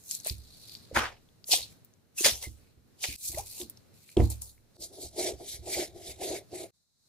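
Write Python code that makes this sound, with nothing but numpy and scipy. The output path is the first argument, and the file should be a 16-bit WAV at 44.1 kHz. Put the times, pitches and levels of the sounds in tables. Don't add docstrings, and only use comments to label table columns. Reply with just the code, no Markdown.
import sys
import numpy as np
from scipy import signal
from scipy.fft import rfft, irfft, next_fast_len
from scipy.io import wavfile
from scipy.ndimage import uniform_filter1d, map_coordinates

SR = 44100
rng = np.random.default_rng(int(sys.argv[2]) if len(sys.argv) > 2 else 0)


def master(y):
    cut = np.clip(np.atleast_2d(y).T, -1, 1)
    pcm = np.round(cut * 32767)
    wavfile.write(sys.argv[1], SR, pcm.astype(np.int16))


N = 312251

# (frequency [Hz], relative level [dB])
RUMBLE_SPECTRUM = [(15, -56.5), (25, -21.5), (97, 6.5), (384, -5.5), (607, -10.5), (988, -18), (1440, -18),
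                   (4140, -25), (6560, -27.5), (7510, -29), (13600, -25), (16000, -37.5)]
# (time [s], level [dB])
RUMBLE_LEVEL = [(0, -63), (.9, -60.5), (1.3, -63.5), (3.3, -63.5), (4.1, -63.5), (4.7, -65), (7.08, -61.5)]
# (frequency [Hz], relative level [dB])
ROOM_TONE_SPECTRUM = [(15, -47.5), (25, -11.5), (114, -1), (293, -13.5), (3160, -27.5), (4030, -5.5),
                      (4740, -13), (7510, -13.5), (16000, -26.5)]
# (time [s], level [dB])
ROOM_TONE_LEVEL = [(0, -68), (2.1, -82), (4.7, -78.5), (6.7, -73), (6.715, -87.5), (6.745, -72),
                   (6.85, -80), (7.08, -66.5)]
# (start [s], length [s],
#   middle band at start [dB], middle band at end [dB], low band re middle [dB], high band re middle [dB])
RUSTLES = [(0, .1, -78, -65.5, -7, 17), (0.111, 0.042, -49.5, -47, -19, 8.5),
           (0.257, 0.035, -49, -40.5, -11.5, 4), (0.385, 0.36, -66.5, -53, -20, -1),
           (0.772, 0.2, -60.5, -70.5, -18, -6), (1.631, 0.068, -42, -67, -26.5, -10),
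           (1.713, 0.048, -70.5, -83, 0, 9.5), (2.561, 0.15, -81, -77.5, -2.5, -1),
           (3.08, 0.068, -49, -54, 3, 7.5), (3.18, 0.11, -50.5, -48.5, -16.5, 13.5),
           (3.309, 0.084, -62, -51, -5, 11), (3.462, 0.14, -58.5, -52.5, -10.5, 9),
           (3.615, 0.14, -55, -78, -27, -9), (3.77, 0.014, -67, -71.5, -22.5, -2),
           (3.948, 0.18, -73.5, -65.5, -4, 8.5), (4.239, 0.047, -50, -65, -14, 4),
           (4.318, 0.074, -56.5, -75.5, -2, 11.5), (4.42, 0.081, -65, -65, -24, 5)]
# (time [s], level [dB], frequency [Hz])
TICKS = [(0.1115, -14.5, 7400), (0.1507, -18, 7400), (0.2013, -31, 6120), (0.2477, -24.5, 8650),
         (0.2713, -12, 10600), (0.2976, -19.5, 4800), (.383, -37, 10800), (0.645, -47, 4560),
         (.6957, -35, 4660), (0.7515, -29, 4530), (1.2887, -55, 3500), (1.4424, -35, 4770),
         (1.848, -35, 14300), (3.3853, -18, 10300), (3.6145, -29, 3620), (3.6983, -22, 13000),
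         (3.7732, -40.5, 5550), (1.938, -50, 6500), (4.0902, -46.5, 4100), (4.0915, -47.5, 2270),
         (4.17, -27.5, 3280), (4.203, -35, 2030), (4.1705, -34, 7800), (4.3025, -23, 9500),
         (4.310, -30, 9000), (4.4198, -23.5, 8200), (4.4200, -24, 11000), (4.579, -58.5, 2160)]
# (time of peak [s], e-fold rise [s], hold [s],
#   T60 before the band share [s], crackle level [dB], strongest frequency [Hz], fall below it [dB/octave],
#   fall above it [dB/octave], level of the lowest band [dB])
WET_BURSTS = [(.257, 0.0047, 0.016, 0.15, -45, 3000, 37, 12, -52.5),
              (0.949, .0036, 0.036, 0.28, -43, 5000, 12, 4, -41),
              (.960, 0.003, 0.021, 0.33, -29, 1430, 1.5, 8.7, -35.5),
              (1.042, 0.029, 0.007, 0.41, -40.5, 1400, 2.7, 8.2, -50),
              (1.486, 0.011, .017, .11, -38.5, 8900, 17.3, 2, -68),
              (1.519, 0.0066, 0.012, 0.34, -24, 3330, 48, 3, -41),
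              (2.184, 0.0076, 0.023, .9, -35.5, 6700, 14.6, 1.1, -62.5),
              (2.25, 0.0052, .017, 0.25, -23, 3290, 15, 3.5, -33.5),
              (2.429, 0.0077, 0.017, 0.16, -42, 4640, 21, 3, -51.5),
              (3.034, 0.013, 0.0034, .4, -36, 4190, 37, 3.3, -53.5),
              (3.04, 0.0017, 0.0036, 0.084, -29.5, 2340, 75, 21, -42.5),
              (3.386, 0.03, 0.014, 0.27, -57, 7960, 9.1, 2.2, -48.5),
              (3.61, 0.03, 0.0045, 0.18, -45.5, 5000, 30, 2, -54.5),
              (4.168, .001, 0.047, 0.27, -56.5, 2400, 16, 1.13, -39.5),
              (4.302, 0.0014, .008, 0.17, -38, 8600, 25, 3, -55.5),
              (4.417, .0025, .0034, 0.53, -46, 8550, 24, 3, -65)]
# (low edge [Hz], high edge [Hz])
WET_BANDS = [(380, 900), (900, 1320), (1380, 1930), (1930, 2950), (2950, 5500), (5500, 9000), (9000, 13500)]
WET_DECAY_SHARE = [0.76, 0.39, 0.47, 0.62, 0.73, 0.61, 0.69]
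# (start [s], level [dB],
#   start frequency [Hz], end frequency [Hz], length [s])
GLIDING_TONES = [(0.261, -36, 608, 646, 0.012), (.912, -31.5, 497, 507, 0.014),
                 (1.491, -35.5, 510, 530, 0.0066), (1.531, -29, 796, 604, 0.022),
                 (2.176, -31.5, 2650, 2650, 0.043), (2.206, -31.5, 373, 354, 0.017),
                 (2.258, -19.5, 575, 546, 0.017), (2.425, -43.5, 2050, 2100, 0.076),
                 (3.038, -47.5, 790, 598, 0.019), (3.331, -43, 736, 740, .013),
                 (3.332, -40, 338, 353, 0.054), (3.344, -37.5, 1970, 1890, 0.012),
                 (3.367, -31, 514, 1060, 0.057), (3.597, -34, 372, 324, 0.067),
                 (4.166, -17, 382, 339, 0.029), (4.204, -17, 347, 336, 0.017)]
# (start [s], level [dB], modes above 200 Hz re lower ones, before UPPER_MODES_DB [dB])
THUMPS = [(.307, -32, -16), (0.385, -45, -15), (.925, -43, 1.5), (.964, -30.5, 1), (1.529, -49, 7),
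          (1.6, -47.5, -15), (2.249, -45.5, 9.5), (2.32, -37, -23), (2.468, -34.5, -11.5),
          (2.773, -54, -6.5), (3.085, -38, -6), (3.293, -42, -11.5), (3.345, -39.5, -19),
          (3.385, -39.5, -23), (3.621, -48.5, 7), (4.168, -20.5, 1), (4.196, -14.5, -5.5),
          (4.217, -15, -12), (4.79, -49, -2), (5.045, -42.5, -9.5), (5.22, -50, -3), (5.331, -42.5, -7),
          (5.541, -46, -23), (5.591, -39.5, -19), (5.766, -41.5, 3), (6.087, -44, -14), (6.298, -47, -10)]
# (frequency [Hz], relative level [dB], T60 of the main ring [s], weight at the left port [1],
#   weight at the right port [1]); unlike signs swing opposite
WORKTOP_MODES = [(25.1, -17.5, 0.88, 0.72, .9), (65, -0.5, 0.33, 1, 1), (76.8, 1, 0.18, 0.95, 1),
                 (102.8, -5, 0.34, 0.53, 0.99), (142.7, -12, 0.36, -1.4, 0.84),
                 (173, -16.5, 0.41, 0.65, -0.63), (227.8, -14, .2, 1, 1), (288, -14, 0.19, 0.57, 0.83),
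                 (320.7, -9, 0.17, 0.98, 0.73), (340, -14, 0.16, .9, .9), (464, -14.5, 0.15, 0.46, .9),
                 (696, -12.5, 0.043, 0.92, 1)]
# (start [s], delay until the blade bites [s], length [s], first catch [dB],
#   board groan at the end [dB], hiss at the bite [dB], rasp at the end [dB])
STROKES = [(4.805, 0.034, 0.041, -56, -52, -40.5, -71), (4.935, 0.084, 0.13, -52, -53.5, -43, -67),
           (5.192, 0.0036, 0.1, -42, -31, -35, -48), (5.411, 0.08, 0.14, -39.5, -51, -40, -58),
           (5.675, 0.048, 0.16, -44, -36, -33, -43.5), (5.963, .11, 0.15, -40.5, -49, -43, -56),
           (6.225, 0.0054, 0.14, -41, -36, -39.5, -47), (6.539, 0.019, 0.099, -37.5, -43.5, -46, -56)]
# (frequency [Hz], width [Hz], relative level [dB])
GROAN_MODES = [(368, 76, 3.5), (460, 213, -8.5), (649, 150, -3), (788, 94, -17)]
# (frequency [Hz], relative level [dB])
HISS_SPECTRUM = [(1760, -67), (3000, -14.5), (3730, -2.5), (10600, -2.5), (12600, -7), (12900, -17),
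                 (14100, -9), (16000, -49)]
# (time [s], drop [dB], recovery [s])
DROPS = [(3.162, -22, 0.086), (4.769, -19, 0.043), (6.707, -45.5, 3.3)]

PORT_LAG = 1.96
TOP_HZ = 15500
RUSTLE_RISE_DB_S, RUSTLE_FALL_DB_S = 695, 320
TICK_PAN_DB = 3.5
GLIDE_RISE = .22
THUMP_RISE_S, UPPER_MODES_DB = 0.0038, 9
THUMP_PAN_DB, THUMP_SPREAD_DB = -2.5, 3
GROAN_RISE_DB_S, GROAN_FALL_DB_S = 438, 401
CATCH_RISE_DB_S, CATCH_FALL_DB_S = 900, 455
HISS_RISE_DB_S, HISS_FALL_DB_S, HISS_SAG_DB = 439, 443, 1
SLIDE_DB = -13.5
RASP_GROWS_DB = 4.5

T = np.arange(N) / SR
SIZE = next_fast_len(N, real=True)
HZ = np.fft.rfftfreq(SIZE, 1 / SR)[1:]


def amp(db):
    return 10 ** (np.asarray(db) / 20)


def colour(x, gain):
    y = irfft(rfft(x, SIZE) * np.append(0, gain), SIZE)[..., :N]
    return y / np.sqrt(np.mean(y ** 2))


def band(lo_hz, hi_hz):
    return 1 / np.sqrt((1 + (lo_hz / HZ) ** 12) * (1 + (HZ / hi_hz) ** 12))


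def peak(hz, width_hz):
    return 1 / (1 + (2 * (HZ - hz) / width_hz) ** 2)


def shape(points):
    hz, db = np.array(points).T
    return amp(np.interp(np.log(HZ), np.log(hz), db))


def ports(x):
    delay = np.exp(-2j * np.pi * HZ * PORT_LAG / SR)
    late = irfft(rfft(x, SIZE) * np.append(1, delay), SIZE)[:N]
    return np.array([x, late])


def pan(db):
    return amp(np.array([[db], [-db]]) / 2)


def walk(rate):
    k = int(SR / rate)
    return uniform_filter1d(np.repeat(rng.standard_normal(N // k + 1), k), k)[:N]


def crackle(alike, grain_db, grain_rate):
    straight = ports(rng.standard_normal(N))
    scattered = rng.standard_normal((2, N))
    both = np.sqrt(alike) * straight + np.sqrt(1 - alike) * scattered
    return both * amp(grain_db * walk(grain_rate))


def column(rows):
    return amp(np.interp(T, *np.array(rows).T, left=-200, right=-200))


def swell(start, length, start_db, stop_db, rise_db_s, fall_db_s):
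    stop = start + max(length, 0)
    return column([(start - 1, start_db - rise_db_s), (start, start_db),
                   (stop, stop_db), (stop + 1, stop_db - fall_db_s)])


def patchy(x, patch_db, hz, seconds):
    f, t, z = signal.stft(x, SR, nperseg=256)
    field = rng.standard_normal((int(f[-1] / hz) + 2, int(t[-1] / seconds) + 2))
    grid = np.meshgrid(f / hz, t / seconds, indexing="ij")
    field = map_coordinates(field, grid, order=1)
    return signal.istft(z * amp(patch_db * field), SR, nperseg=256)[1][:, :N]


def kitchen():
    x = crackle(.15, 2.5, 9)
    rumble = column(RUMBLE_LEVEL) * colour(x, shape(RUMBLE_SPECTRUM))
    room_tone = column(ROOM_TONE_LEVEL) * colour(x, shape(ROOM_TONE_SPECTRUM))
    return rumble, room_tone


def rustling():
    x = crackle(0.13, 2.7, 300)
    mid = colour(x, band(3200, 6200) * peak(4250, 1300))
    low = colour(x, band(1900, 3000) * (peak(2450, 500) + .3))
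    high = colour(x, band(6000, 13300))
    out = 0
    for start, length, start_db, end_db, low_db, high_db in RUSTLES:
        env = swell(start, length, start_db, end_db, RUSTLE_RISE_DB_S, RUSTLE_FALL_DB_S)
        out = out + env * (mid + amp(low_db) * low + amp(high_db) * high)
    return out


def ticks():
    out, t = np.zeros((2, N)), T[:SR // 20]
    noises = rng.standard_normal((len(TICKS), 2, len(t)))
    late = np.maximum(t - np.array([[0], [PORT_LAG / SR]]), 0)
    for (s, db, f), noise in zip(TICKS, noises):
        tone, cycles = np.sin(2 * np.pi * f * late), late * f
        click = tone * np.exp(-((cycles - 1.25) / .65) ** 2)
        ring = tone * np.exp(-cycles / 4.9) * (1 - np.exp(-cycles / 1.3))
        around_f = signal.butter(1, [f / 1.3, min(f * 1.3, SR / 2.2)], "band", fs=SR, output="sos")
        tail = signal.sosfilt(around_f, noise) * amp(-60 * t / 0.06)
        snap = amp(-2) * click + amp(1.5) * ring + amp(-17) * tail
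        out[:, int(s * SR):][:, :len(t)] += amp(db) * pan(TICK_PAN_DB) * snap
    return out


def wet_bursts():
    out, wet = 0, crackle(0.4, 1.7, 450)
    for k, ((lo, hi), share) in enumerate(zip(WET_BANDS, WET_DECAY_SHARE)):
        env = np.zeros(N)
        for s, rise, hold, t60, db, f, below_db, above_db, lowest_db in WET_BURSTS:
            at = slice(max(int((s - .2) * SR), 0), int((s + .6) * SR))
            t = T[at] - s
            octaves = np.log2(np.sqrt(lo * hi) / f)
            slope_db = min(below_db * octaves, -above_db * octaves)
            band_db = db + slope_db if k else lowest_db
            fall_db = -60 * np.maximum(t - hold, 0) / (t60 * share)
            env[at] += amp(band_db + fall_db) * np.exp(np.minimum(t, 0) / rise)
        out = out + env * colour(wet, band(lo, hi))
    return out


def gliding_tones():
    out = np.zeros(N)
    broken = amp(4.5 * walk(200))
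    waver = .035 * walk(500)
    for s, db, f0, f1, length in GLIDING_TONES:
        u = np.arange(int(length * SR)) / (length * SR)
        at = slice(int(s * SR), int(s * SR) + len(u))
        pitch = (f0 + (f1 - f0) * u) * (1 + waver[at])
        tone = np.sin(2 * np.pi * np.cumsum(pitch) / SR)
        env = np.sin(np.pi * np.interp(u, [0, GLIDE_RISE, 1], [0, .5, 1])) ** 2 * amp(-8 * u)
        out[at] -= amp(db) * tone * env * broken[at]
    return ports(out)


def thumps():
    out, t = np.zeros((2, N + SR)), T[:SR // 2]
    chance = rng.standard_normal((len(THUMPS), len(WORKTOP_MODES), 40))
    for (s, db, hard_db), mix in zip(THUMPS, chance):
        i = int(s * SR)
        side = pan(THUMP_PAN_DB + THUMP_SPREAD_DB * mix[0, 0])
        for (f, mode_db, t60, left, right), c in zip(WORKTOP_MODES, mix):
            upper = f > 200
            flutter_db = (4.5 if upper else 1.5) * np.interp(t, np.linspace(0, t[-1], len(c)), c)
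            detune = 1 + c[-1] / 100
            ring = np.sin(2 * np.pi * f * detune * t) * (1 - np.exp(-t / THUMP_RISE_S))
            ring *= amp(-60 * (t / t60) ** 0.79) + amp(-19.5 - 60 * t / (1.7 * t60))
            gain = amp(db + mode_db + flutter_db + (hard_db + UPPER_MODES_DB if upper else 0))
            out[:, i:i + len(t)] -= gain * ring * np.array([[left], [right]]) * side
    return signal.lfilter(*signal.iirnotch(37, 1.5, SR), out[:, :N])


def sawing():
    x = crackle(0.58, 1.8, 120)
    hiss = colour(x, shape(HISS_SPECTRUM) * band(2000, 18000))
    rasp = colour(x, (peak(2230, 420) + amp(-8)) * band(1750, 3200))
    modes = sum(amp(db) * peak(f, w) for f, w, db in GROAN_MODES)
    groan = colour(crackle(0.82, 3.6, 40), modes * band(174, 940) + amp(-38.0) * band(1000, 1800))
    shake = colour(crackle(0.52, 1.4, 12.0), peak(83, 33) + amp(-6) * peak(130, 88))
    out, edge = 0, (HISS_RISE_DB_S, HISS_FALL_DB_S)
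    for start, bite, length, catch_db, groan_db, hiss_db, rasp_db in STROKES:
        press = swell(start, length, groan_db - 3, groan_db, GROAN_RISE_DB_S, GROAN_FALL_DB_S)
        press += swell(start, 0, catch_db, catch_db, CATCH_RISE_DB_S, CATCH_FALL_DB_S)
        slide = swell(start, bite, SLIDE_DB, SLIDE_DB, *edge)
        hiss_bite = swell(start + bite, length - bite, 0, -HISS_SAG_DB, *edge)
        rasp_bite = swell(start + bite, length - bite, -RASP_GROWS_DB, 0, *edge)
        out = out + press * groan + amp(-39.5) * shake * np.sqrt(press)
        out += amp(hiss_db) * hiss * (slide + hiss_bite)
        out += amp(rasp_db) * rasp * (slide + rasp_bite)
    return out


def scene():
    rumble, room_tone = kitchen()
    saw = patchy(sawing(), 2.6, 450.5, 0.09)
    wet = patchy(wet_bursts() + rustling() + saw, 2.6, 700., 0.023)
    near = wet + thumps() + gliding_tones() + ticks()
    drop_db = sum((T > s) * db * np.clip(1 - (T - s) / recovery, 0, 1) for s, db, recovery in DROPS)
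    return amp(drop_db) * (near + rumble) + room_tone


def record(dry):
    return signal.sosfilt(signal.ellip(10, .2, 80, TOP_HZ, fs=SR, output="sos"), dry)


dry = scene()
out = record(dry)
master(out)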